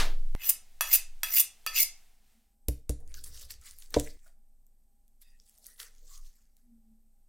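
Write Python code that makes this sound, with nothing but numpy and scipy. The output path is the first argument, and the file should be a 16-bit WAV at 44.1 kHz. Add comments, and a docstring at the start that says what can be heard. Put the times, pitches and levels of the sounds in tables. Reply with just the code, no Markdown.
"""A knife is drawn four times along a honing steel: gritty noise rings the modes of blade and rod.
Before it a rubber glove snap dies away, as noise whose bands decay at their own speed. After it the flat pats
a raw wing on a wooden board (damped modes and wet slaps); gloved fingers turn the wing over, drop it and work
at the wet skin (rubs, ticks and squeaks of filtered noise). A close microphone on a swaying stand in a small
quiet kitchen."""
import sys
import numpy as np
from scipy import signal
from scipy.fft import rfft, irfft
from scipy.io import wavfile
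from scipy.ndimage import uniform_filter1d

SR = 44100
rng = np.random.default_rng(int(sys.argv[2]) if len(sys.argv) > 2 else 0)


def generate_wav(sig):
    """Save sig (samples, or channels by samples) to the path in sys.argv[1] as 16-bit PCM at SR."""
    pcm = np.round(np.clip(np.atleast_2d(sig).T, -1, 1) * 32767).astype(np.int16)
    wavfile.write(sys.argv[1], SR, pcm)


def volts(x):
    """Linear amplitude factor 10**(x/20) for a level x in dB, scalar or array-like."""
    e = np.asarray(x, float) / 20
    return 10 ** e


N = 321048
SNAP_END_S = 0.3507  # the glove snap breaks off here

# modes of blade and rod: f/Hz, width/Hz, scraped level/dB, struck level/dB (both relative), struck t60/s,
# place of the first node/turns
STEEL_MODES = [(918, 90, -16.5, -21.5, .05, 0), (1284, 33, -21.5, 1.5, 0.081, 0.034),
               (1780, 43, -8.5, -7, 0.24, 0), (2104, 110, -2, -16.5, 0.09, 0.45),
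               (2600, 200, 3.5, -0.5, 0.18, .2), (2825, 51, -5, -17, .15, 0.89),
               (3360, 82, -10.5, -8.5, 0.16, 0), (4140, 30, -18, -21, 0.16, 0.52),
               (4790, 160, -6, -11.5, 0.15, 0.01), (5850, 180, -5, -3.5, .1, 0.6),
               (6940, 59, -11, -13.5, 0.051, 1), (7810, 61, -16.5, -21, .1, 0),
               (7985, 140, -15.5, -18, 0.13, 1), (9270, 77, -5, -9, 0.18, 0.03),
               (11430, 90, -13.5, -20.5, 0.092, 1), (11400, 78, -3, -0.5, 0.1, .8),
               (12500, 50, 0, -17.5, .1, .3), (13700, 100, -5, -21.5, .1, 0.99),
               (13550, 82, -1, -9, 0.093, 0.57), (14750, 64, 0.5, -21.5, .1, .5),
               (14750, 87, 0, -16, .1, 0), (13400, 130, -4, -21, .1, 0.15)]
# modes of the wooden board: f/Hz, relative level/dB, t60/s
BOARD_MODES = [(58, 9.5, .18), (127, -10.5, 0.19), (264, -19.5, 0.089), (293.5, -17, 0.13),
               (474.6, -40, .06), (460, -24, 0.071), (475.8, -15.5, 0.041), (584.5, -21.5, 0.052),
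               (708, -31, 0.047), (963, -38.5, 0.032)]


def evened(x):
    """Scales a sound to rms 1."""
    return x / np.sqrt(np.mean(x ** 2) + 1e-20)


def read(points, hz):
    """Reads a curve of (f/Hz, value) along a log frequency axis."""
    f, value = np.transpose(points)
    return np.interp(np.log(hz + 1), np.log(f + 1), value)


def curves(rows):
    """Draws each column after the first over the whole scene; the first is t/s."""
    s, *columns = np.transpose(rows)
    return [np.interp(np.arange(N) / SR, s, column) for column in columns]


def add(mix, s, sound):
    """Lays a sound into the mix at s seconds."""
    part = mix[round(s * SR):][:len(sound)]
    part += sound[:len(part)]


def band(x, lo_hz, hi_hz, order=2):
    """Keeps one frequency band."""
    sos = signal.butter(order, [lo_hz, min(hi_hz, .49 * SR)], "band", fs=SR, output="sos")
    return signal.sosfilt(sos, x)


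def resonate(x, hz, width):
    """Shifts the curve hz down to zero, smooths, and shifts back: a resonance of gain 1."""
    turn = np.exp(2j * np.pi * np.cumsum(hz * np.ones(len(x))) / SR)
    r = np.exp(-np.pi * width / SR)
    return 2 * (turn * signal.lfilter([1 - r], [1, -r], x / turn)).real


def slow(size, hz):
    """Smooth random wander of rms 1, slower than hz."""
    sos = signal.butter(2, hz, fs=SR, output="sos")
    return evened(signal.sosfiltfilt(sos, rng.standard_normal(size)))


def coloured(spectrum):
    """Steady noise of a given colour and rms 1, as long as the scene."""
    hz = np.fft.rfftfreq(N, 1 / SR)
    return evened(irfft(rfft(rng.standard_normal(N)) * volts(read(spectrum, hz)), N))


def dying(spectrum, decay, size):
    """Noise of a given colour whose bands die at their own speed."""
    hz, t, z = signal.stft(rng.standard_normal(size), SR, nperseg=256)
    start_db = read(spectrum, hz)[:, None]
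    fall_db = 60 * t / read(decay, hz)[:, None]
    return signal.istft(z * volts(start_db - fall_db), SR, nperseg=256)[1][:size]


def grit(size, per_s, spread_db):
    """Noise whose level jumps with random tiny asperities and sinks back within about a millisecond."""
    heights = volts(spread_db * np.minimum(rng.exponential(1, size), 3))
    bumps = heights * (rng.random(size) < per_s / SR)
    return evened(rng.standard_normal(size) * (1 + signal.lfilter([1], [1, -.96], bumps)))


def swell(peak_s, rise, fall, db):
    """Climbs 20 dB in each rise time, sinks 20 dB in each fall time; returns start and gain."""
    t = np.arange(-2 * rise, 2 * fall, 1 / SR)
    gain = volts(db - 20 * np.maximum(-t / rise, t / fall))
    return peak_s - 2 * rise, gain * signal.windows.tukey(len(t), .1)


def room(x, linger):
    """Reflections: a short dense tail, treble dying first, over a fainter long one; linger scales both t60."""
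    # decay of the small room at linger 1: f/Hz, t60/s
    near_decay = [(200, 0.52), (1000, 0.34), (3000, 0.3), (8000, 0.25), (16000, 0.074)]
    # decay between hard far surfaces at linger 1: f/Hz, t60/s
    far_decay = [(300, 0.97), (1000, 0.87), (3000, .9), (8000, 0.32), (16000, 0.28)]
    near, far = (evened(dying([(100, 0.002), (16000, 0)], [(hz, t60 * linger) for hz, t60 in decay], SR))
                 for decay in (near_decay, far_decay))
    tail = np.pad(near + volts(-29) * far, (250, 0))  # starts 250 samples behind the direct sound
    return signal.fftconvolve(x, tail / np.linalg.norm(tail))[:N]


def still_air():
    """Faint steady noise of the kitchen, heaviest in the bass."""
    # colour of the noise floor: f/Hz, relative level/dB
    floor_colour = [(21, -30), (35, -2.5), (50, -9), (103, -26), (235, -30.5), (383, -37.5), (807, -36.5),
                    (992, -48), (3160, -50), (7570, -44), (8180, -39.5), (9540, -44), (14800, -42),
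                    (16400, -60.5)]
    return volts(-72.5) * coloured(floor_colour)


def appliance_whines():
    """Narrow resonances of noise whose levels drift slowly."""
    # appliance whine: f/Hz, width/Hz, mean level/dB
    whine_bands = [(222, 13, -86), (807, 4, -93.5), (8140, 97, -90), (12600, 270, -90.5)]
    return sum(volts(db) * evened(resonate(rng.standard_normal(N), hz, width)) * volts(2.5 * slow(N, 1.5))
               for hz, width, db in whine_bands)


def low_hum():
    """A gliding sine that swells and wavers some eleven times a second."""
    # course of the hum: t/s, f/Hz, rms level/dB before the waver
    hum_course = [(2.25, 222, -96.5), (2.379, 225.5, -69.5), (2.5, 222, -95.5), (6.55, 240.8, -104.5),
                  (6.66, 241.5, -70), (6.74, 230.7, -58), (6.83, 222, -73), (6.92, 222, -61.5),
                  (7.02, 222, -80.5), (7.06, 222, -75.5), (7.181, 222, -95)]
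    hz, db = curves(hum_course)
    waver = 1 + 0.15 * evened(resonate(rng.standard_normal(N), 11.0, 9.1))
    return volts(db) * waver * np.sqrt(2) * np.sin(2 * np.pi * np.cumsum(hz) / SR)


def airy():
    """Soft hiss of the room while the knife is honed, fading out after it."""
    # colour of the hiss: f/Hz, relative level/dB
    hiss_colour = [(180, -55), (300, -27), (433, -8), (584, -21.5), (678, -4.5), (1100, -13.5), (2070, -9),
                   (7950, -11.5), (16000, -15.5)]
    # course of the hiss: t/s, level/dB
    hiss_level = [(0, -67.5), (.7, -68.5), (1.199, -68.5), (2.0, -66), (2.2, -75), (2.32, -71.5),
                  (2.45, -79.5), (2.55, -88)]
    db = np.interp(np.arange(N) / SR, *np.transpose(hiss_level), right=-150)
    return coloured(hiss_colour) * volts(db)


def sway():
    """Mostly infrasonic swing of the stand while hands move, a little irregular in pace and level."""
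    # strength of the swing: t/s, rms level/dB
    swing_level = [(0.36, -33), (0.45, -57.5), (1.17, -37.5), (1.48, -66.5), (1.75, -45.5), (2.57, -74),
                   (2.69, -48), (2.87, -50.5), (3.09, -37.5), (3.65, -57), (4.08, -37.5), (4.19, -50.5),
                   (4.99, -64.5), (5.35, -53.5), (5.51, -71.5), (6.28, -41.5), (6.33, -62.5), (7.28, -60.5)]
    # pace of the swing before its irregularity: t/s, f/Hz
    swing_pace = [(2.0, 12.9), (2.6, 19.5), (3.0, 12), (4.399, 15.5), (4.6, 18.8)]
    db, = curves(swing_level)
    hz, = curves(swing_pace)
    hz = hz * (1 + 0.064 * slow(N, 2.9))
    swing = np.sqrt(2) * np.sin(2 * np.pi * np.cumsum(hz) / SR)
    bumps = volts(-18) * evened(band(rng.standard_normal(N), 13.0, 32., order=3))
    return volts(db) * (swing + bumps) * (np.arange(N) > SNAP_END_S * SR)


def glove():
    """Tail of the snap as dying noise over the decaying 15 Hz swing of the stand, both chopped at the end."""
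    # colour of the snap: f/Hz, relative level per Hz/dB
    snap_colour = [(18, -31), (30, 0), (56, -2), (103, -39.5), (473, -31), (554, -29.5), (1070, -25.5),
                   (4420, -28.5), (9710, -39), (16000, -50)]
    # decay of the snap: f/Hz, t60/s
    snap_decay = [(100, 0.8), (1000, 0.27), (4000, 0.28), (9000, 0.23), (16000, 0.36)]
    t = np.arange(round(SNAP_END_S * SR)) / SR
    tail = dying(snap_colour, snap_decay, len(t))
    tail *= volts(-29) / np.std(tail[:900])  # level of the first 20 ms
    swing_db = -18.5 - 60 * t / 6.1  # t60 6.1 s
    swing = volts(swing_db) * np.sin(2 * np.pi * (15 * t + 0.62))  # starts at 0.62 turns
    return np.pad(tail + swing, (0, N - len(t)))


def skin_slaps():
    """Wet slaps of skin: short decaying bursts of noise."""
    # slaps: t/s, peak level/dB, time constant of the fall/s, top f/Hz
    slap_events = [(2.6837, -30.5, .003, 16000), (2.8936, -31.5, 0.002, 15900), (3.9416, -18, 0.0061, 6000),
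                   (3.9629, -36.5, .006, 3000)]
    t, out = np.arange(SR // 2) / SR, np.zeros(N)
    for s, db, fall, top_hz in slap_events:
        slap = band(rng.standard_normal(len(t)) * np.exp(-t / fall), 910, top_hz)
        add(out, s, volts(db) * slap / abs(slap).max())
    return out


def board_knocks():
    """Soft blows ring the board's damped modes; each blow has its own rise time."""
    # blows: t/s, peak level/dB, tilt of the modes/dB per octave, time constant of the rise/s
    knock_events = [(2.6824, -19, 5, 0.0037), (2.894, -19, 5.5, 0.0025), (3.9419, -34.5, 11.5, .001),
                    (3.9629, -12, 12, 0.0039)]
    t, out = np.arange(SR // 2) / SR, np.zeros(N)
    for s, db, tilt_db, rise in knock_events:
        # the first swing is negative
        ring = sum(-volts(level_db + tilt_db * np.log2(hz / 60) - 60 * t / t60) * np.sin(2 * np.pi * hz * t)
                   for hz, level_db, t60 in BOARD_MODES)
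        ring = ring * (1 - np.exp(-(t / rise) ** 2))
        add(out, s, volts(db) * ring / abs(ring).max())
    return out


def board_drags():
    """Rod, wing and fingers press and drag on the board: noise rumbles in its modes."""
    # drags: peak t/s, rise per 20 dB/s, fall per 20 dB/s, peak level/dB, tilt of the modes/dB per octave
    drag_events = [(0.419, .03, .5, -63, 3), (1.72, .1, .3, -68.5, 0), (3.0, .05, 0.9, -51.5, 1),
                   (3.31, 0.23, 0.14, -50, -2), (3.456, 0.055, 0.077, -51, -18),
                   (3.542, 0.12, 0.096, -54.5, -2), (3.679, .15, .08, -69, 1),
                   (3.93, 0.033, 0.027, -52, 3.5), (5.401, 0.058, 0.11, -79.5, 5),
                   (5.714, 0.17, 0.053, -77, 9), (5.812, 0.053, .2, -72, 14),
                   (6.032, 0.029, 0.097, -68.5, 5.5), (6.219, .15, 0.21, -71.5, 1.5)]
    out = np.zeros(N)
    for peak_s, rise, fall, db, tilt_db in drag_events:
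        s, gain = swell(peak_s, rise, fall, db)
        push = rng.standard_normal(len(gain) + 4000)  # 4000 samples for the modes to build up
        rumble = sum(volts(level_db + tilt_db * np.log2(hz / 60))
                     * evened(resonate(resonate(push, hz, 2.1 / t60), hz, 5.1 / t60))
                     for hz, level_db, t60 in BOARD_MODES)
        add(out, s, gain * evened(rumble[4000:]))
    return out


def patchy(x, patch_db):
    """Wet folds colour a rub in patches about 1 kHz wide that last some 26 ms."""
    z = signal.stft(x, nperseg=256)[2]
    patches = uniform_filter1d(rng.standard_normal(z.shape), size=7, axis=0)
    patches = evened(uniform_filter1d(patches, size=9, axis=1))
    return signal.istft(z * volts(patch_db * patches), nperseg=256)[1][:len(x)]


def skin_rubs():
    """Rubber on wet skin: gritty bright noise with a duller rustle below; returns sound and effort."""
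    # rubs: peak t/s, rise per 20 dB/s, fall per 20 dB/s, peak level/dB, centre f/Hz, relative rustle level/dB
    rub_events = [(2.685, .002, 0.0077, -31, 11400, -14.5), (2.71, .01, .08, -56.5, 11000, -21),
                  (2.895, .002, 0.02, -41.5, 9900, -10), (3.01, .05, .03, -73.5, 10100, -12),
                  (3.12, .1, 0.061, -64.5, 8860, -6.5), (3.143, .002, 0.0227, -47.5, 5000, -10),
                  (3.175, .04, .08, -52.5, 5300, -24), (3.241, .004, .014, -39.5, 10200, -27),
                  (3.273, .035, .04, -46.5, 9900, -16), (3.35, .1, 0.091, -55, 5200, -10),
                  (3.422, .12, .07, -48, 5040, -15), (3.507, .012, 0.022, -39.5, 5700, -11.5),
                  (3.535, .02, .04, -57, 5760, -11), (3.668, .06, .1, -52.5, 4800, -7),
                  (3.67, .05, .1, -52, 8800, -15), (3.72, .03, .02, -56.5, 9000, -22),
                  (3.79, .02, 0.12, -58, 10000, -22), (3.835, .08, 0.052, -57.5, 7700, -11),
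                  (3.93, .07, .05, -60, 7860, -7.5), (3.964, .03, 0.043, -51.5, 7500, -1),
                  (4.0, .04, .022, -41, 7000, -10), (4.05, .1, 0.11, -52.5, 7450, -12),
                  (4.098, .05, .04, -56.5, 5000, -27), (4.27, .09, .07, -65, 8330, -8.5),
                  (5.22, .012, .016, -55.5, 10920, -17.5), (5.222, .01, .02, -61.5, 4190, -13),
                  (5.28, .1, 0.13, -73, 9100, -12), (5.49, .15, .3, -66, 8000, -14),
                  (5.67, .06, 0.14, -53.5, 9560, -19.5), (5.8, .015, .05, -41.5, 10000, -15.5),
                  (5.802, .015, .05, -45.5, 4670, -7.5), (5.85, .05, .06, -56, 7000, -3.5),
                  (5.96, .1, .12, -68.5, 5500, -10), (6.15, .16, .09, -55, 6500, -18),
                  (6.265, .09, .07, -62, 6030, -15.5), (6.36, .1, .2, -71, 6470, -8),
                  (6.575, .03, .1, -76.5, 10900, -11.5)]
    out, effort = np.zeros(N), np.zeros(N)
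    for peak_s, rise, fall, db, hz, low_db in rub_events:
        s, gain = swell(peak_s, max(rise, .002), max(fall, .005), db)
        rub = patchy(grit(len(gain) + 512, per_s=460, spread_db=1.0), patch_db=4.0)[512:]
        bright = resonate(resonate(rub, hz, 5800), hz, 3500) + volts(-3.5) * rub
        bright = evened(band(bright, 3500, 21000))
        low = band(rub, 1100, 2730)
        low = evened(low + volts(6.5) * resonate(low, 1991, 750))
        add(out, s, gain * (bright + volts(low_db) * low))
        add(effort, s, gain)
    return out, effort


def tick(hz):
    """A puff of noise through a wide resonance, peak 1."""
    puff = rng.standard_normal(600) * np.exp(-np.arange(600) / SR / .0005)
    sound = resonate(resonate(puff, hz, 0.56 * hz), hz, 0.56 * hz) + volts(-23.5) * puff
    sound = band(sound, 0.32 * hz, 19000)
    return sound / abs(sound).max()


def sticky_ticks(effort):
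    """Rubber and skin let go: single ticks, and small ones falling at random under the rubs."""
    # single ticks: t/s, peak level/dB, centre f/Hz
    tick_events = [(2.6846, -16, 12500), (2.8944, -20.5, 9010), (3.0037, -49, 10700), (3.0768, -47, 8140),
                   (3.1418, -30, 5100), (3.24, -35, 9590), (3.3968, -37, 7900), (3.4263, -40, 11000),
                   (3.5399, -40, 4740), (3.614, -44, 9000), (3.7103, -34, 7500), (3.7865, -35, 12500),
                   (3.906, -35.5, 14600), (3.9422, -21.5, 3280), (3.998, -17.5, 7400), (4.0741, -36, 1907),
                   (4.1995, -58, 8100), (4.6668, -47.5, 12450), (5.0801, -52.5, 12500),
                   (5.2167, -42.5, 11900), (5.3998, -45, 5080), (5.4955, -43.5, 9700),
                   (5.5784, -48.5, 7400), (5.5849, -42, 13840), (5.6432, -41, 7910), (5.667, -29.5, 13670),
                   (5.9503, -50.5, 5270), (6.0785, -46.5, 6500), (6.177, -41, 6690), (6.568, -49, 11960)]
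    out = np.zeros(N)
    small_per_s = 76  # over all eight pitches
    for hz in np.geomspace(4500, 13500, 8):
        train = rng.random(N) < small_per_s / 8 / SR
        train = train * volts(3.5 * np.minimum(rng.exponential(1, N), 3))
        out += signal.oaconvolve(volts(5) * effort * train, tick(hz))[:N]  # 5 dB or more over the effort
    for s, db, hz in tick_events:
        add(out, s, volts(db) * tick(hz))
    return out


def squeaks(rows):
    """Short narrow resonances of gritty noise."""
    out = np.zeros(N)
    for s, length, hz, db in rows:
        size = round(length * SR)
        tone = resonate(grit(size, per_s=300, spread_db=3.5), hz, 150.)
        tone = evened(resonate(tone, hz, 300.0))
        add(out, s, volts(db) * tone * signal.windows.tukey(size, .6))
    return out


def skin_squeaks():
    """Wet skin squeaks on small cavities, and near 5.21 s a tick that rings on at four pitches."""
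    # squeaks: t/s, length/s, f/Hz, level/dB
    squeak_events = [(2.987, 0.071, 694, -72.5), (3.162, 0.033, 1580, -62), (3.356, 0.15, 580, -76.5),
                     (3.604, 0.084, 1300, -74), (4.058, 0.029, 1870, -58.5), (4.255, .05, 630, -72.5),
                     (4.26, 0.016, 1410, -63.5), (5.21, 0.18, 1876, -80.5), (5.211, 0.19, 2600, -81),
                     (5.206, 0.12, 3640, -80), (5.204, 0.14, 4890, -78), (5.534, 0.15, 661, -80.5),
                     (5.659, 0.11, 1890, -73.5), (5.661, 0.065, 1374, -83), (6.07, 0.15, 1126, -72),
                     (6.086, 0.12, 2070, -80)]
    return squeaks(squeak_events)


def edge_screeches():
    """The edge screeches on the rod."""
    # screeches: t/s, length/s, f/Hz, level/dB
    screech_events = [(1.748, .05, 2660, -34.5), (1.785, .045, 2200, -36)]
    return squeaks(screech_events)


def edge_landings():
    """The blade lands on the rod: a crack of noise and the struck modes of the steel."""
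    # landings: t/s, peak level of the crack/dB, tilt of the modes/dB per octave
    landing_events = [(0.809, -9, 2.5), (1.233, -11, 3.5), (1.664, -17, -1)]
    t, out = np.arange(12000) / SR, np.zeros(N)
    for s, db, tilt_db in landing_events:
        crack = band(rng.standard_normal(len(t)) * np.exp(-t / 0.0018), 610, 16000, order=3)
        modes = sum(volts(struck_db + tilt_db * np.log2(hz / 3000) - 60 * t / t60) * np.sin(2 * np.pi * hz * t)
                    for hz, _, _, struck_db, t60, _ in STEEL_MODES)
        ring = volts(-5.0) * band(modes, 790, 16000) / abs(modes).max()
        add(out, s, volts(db) * (crack / abs(crack).max() + ring))
    return out


def edge_catches():
    """The edge catches near the tip: bright bursts of noise a few milliseconds long."""
    # catches: t/s, peak level/dB
    catch_events = [(0.4907, -8), (0.495, -6), (0.5026, -12.5), (0.9366, -9), (0.9405, -9.5),
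                    (0.9477, -11.5), (0.9532, -9.5), (1.346, -17), (1.365, -13.5), (1.383, -13.5),
                    (1.3963, -8.5), (1.4023, -10), (1.411, -15), (1.803, -10.5), (1.817, -14.5),
                    (1.8278, -9.5)]
    t, out = np.arange(300) / SR, np.zeros(N)
    envelope = np.minimum(t / 0.0013, 1) * np.exp(-t / .0045)  # rise and fall in s
    for s, db in catch_events:
        burst = band(rng.standard_normal(len(t)) * envelope, 9000, 16000)
        add(out, s, volts(db) * burst / abs(burst).max())
    return out


def steel(x, meet, plain_db, flicker_db, wander, hz_per_node):
    """Each mode flares and fades as the contact point slides across its nodes; higher modes have more nodes."""
    place = np.linspace(0, 1, len(x))  # along the stroke, 1 at the tip
    rings = volts(plain_db) * x
    for hz, width, db, _, _, node in STEEL_MODES:
        reach = 0.1 + np.sin(np.pi * (place * (1 + hz / hz_per_node) + node + meet)) ** 2
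        thin_db = -16. * place * max(np.log2(2100 / hz), 0)  # the light tip hardly drives the low modes
        drive = x * reach * volts(db + thin_db + flicker_db * slow(len(x), 60.))
        rings = rings + np.sqrt(200 / width) * resonate(drive, hz * (1 + wander * (place - .5)), width)
    return rings


def honing_strokes():
    """Grit scrapes through the steel, pressure favouring the top band; returns sound and middle envelope."""
    # pressure of the edge on the rod, one curve a stroke: t/s, level of the top band/dB
    stroke_pressure = [
        [(0.36, -71), (0.38, -65.5), (0.436, -36), (0.498, -18.5), (0.504, -21.5), (0.51, -27.5)],
        [(0.819, -37), (0.845, -45), (0.909, -36.5), (0.931, -21), (0.957, -20.5), (0.965, -22.5)],
        [(1.242, -36), (1.254, -49.5), (1.372, -20), (1.386, -25), (1.402, -15), (1.42, -31)],
        [(1.672, -45), (1.73, -59.5), (1.748, -42), (1.765, -29.5), (1.806, -23.5), (1.832, -23.5), (1.84, -35)],
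    ]
    # colour of each stroke at the pivot: relative low level/dB, relative middle level/dB,
    # where the edge meets the rod/turns
    stroke_tone = [(-15.5, -12, .7), (-12, -8, .05), (-13, -8, 0.098), (-5.5, 2.5, .45)]
    pivot_db = -30
    low_lag, mid_lag = 0.64, 0.3  # dB that low ring and middle fall behind for each dB of added pressure
    out, envelope = np.zeros(N), np.zeros(N)
    for rows, (low_db, mid_db, meet) in zip(stroke_pressure, stroke_tone):
        s, db = np.transpose(rows)
        t = np.arange(s[0], s[-1], 1 / SR)
        scrape_db = np.interp(t, s, db)
        low_db = low_db - low_lag * (scrape_db - pivot_db)
        mid_db = mid_db - mid_lag * (scrape_db - pivot_db)
        scrape = grit(len(t), per_s=1100, spread_db=3.0)
        ring = steel(scrape, meet, plain_db=-26.0, flicker_db=4.5, wander=0.043, hz_per_node=5000)
        low = evened(band(ring, 600, 4060, order=3))
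        mid = evened(band(ring, 4000, 7170, order=3))
        top = evened(band(ring, 10000, 49000, order=3))  # band() limits the upper edge to .49 SR
        on = volts(scrape_db) * signal.windows.tukey(len(t), .04)
        add(envelope, s[0], on * volts(mid_db))
        add(out, s[0], on * (top + volts(low_db) * low + volts(mid_db) * mid))
    return out, envelope


def scene():
    """Sums background, glove, board, hands and honing, and adds side noise that follows the scrape; returns
    left and right."""
    drop_end_s = 4.171
    drop_end = round(drop_end_s * SR)

    strokes, envelope = honing_strokes()
    scrape = strokes + edge_catches() + edge_landings() + edge_screeches()
    rubs, effort = skin_rubs()
    hands = rubs + sticky_ticks(effort) + skin_squeaks()

    knocks = board_knocks() + skin_slaps() + board_drags()
    thump = knocks + volts(-16.5) * room(knocks, linger=0.67)
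    thump[:round(SNAP_END_S * SR)] = 0
    thump[drop_end:round((drop_end_s + .5) * SR)] = 0  # the drop's ring breaks off abruptly

    wet = room(volts(-8.5) * scrape + volts(-12.0) * hands, linger=1)
    swing = sway()
    fade = round(.03 * SR)
    # the sway breaks off with the drop and fades back in over 30 ms
    swing[drop_end:round((drop_end_s + .03) * SR)] *= np.linspace(0, 1, fade)
    background = still_air() + appliance_whines() + low_hum() + airy()
    mid = glove() + swing + scrape + thump + hands + wet + background

    # noise of its own at 4.6-11 kHz, opposite in the two channels, follows the scrape
    wide = envelope * evened(band(rng.standard_normal(N), 4600, 11000, order=4))
    side = volts(-7) * (wide + volts(-6) * room(wide, linger=1))
    return np.array([mid + side, mid - side])


def top_cut(x):
    """Nothing passes above the cut-off."""
    return signal.sosfilt(signal.butter(12, 16530, fs=SR, output="sos"), x)


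def record(dry):
    """The microphone chain rolls off steeply at the very top, from 16 kHz."""
    rolled = signal.sosfilt(signal.butter(8, 16000, fs=SR, output="sos"), dry)
    return top_cut(rolled)


dry = scene()
out = record(dry)
generate_wav(out)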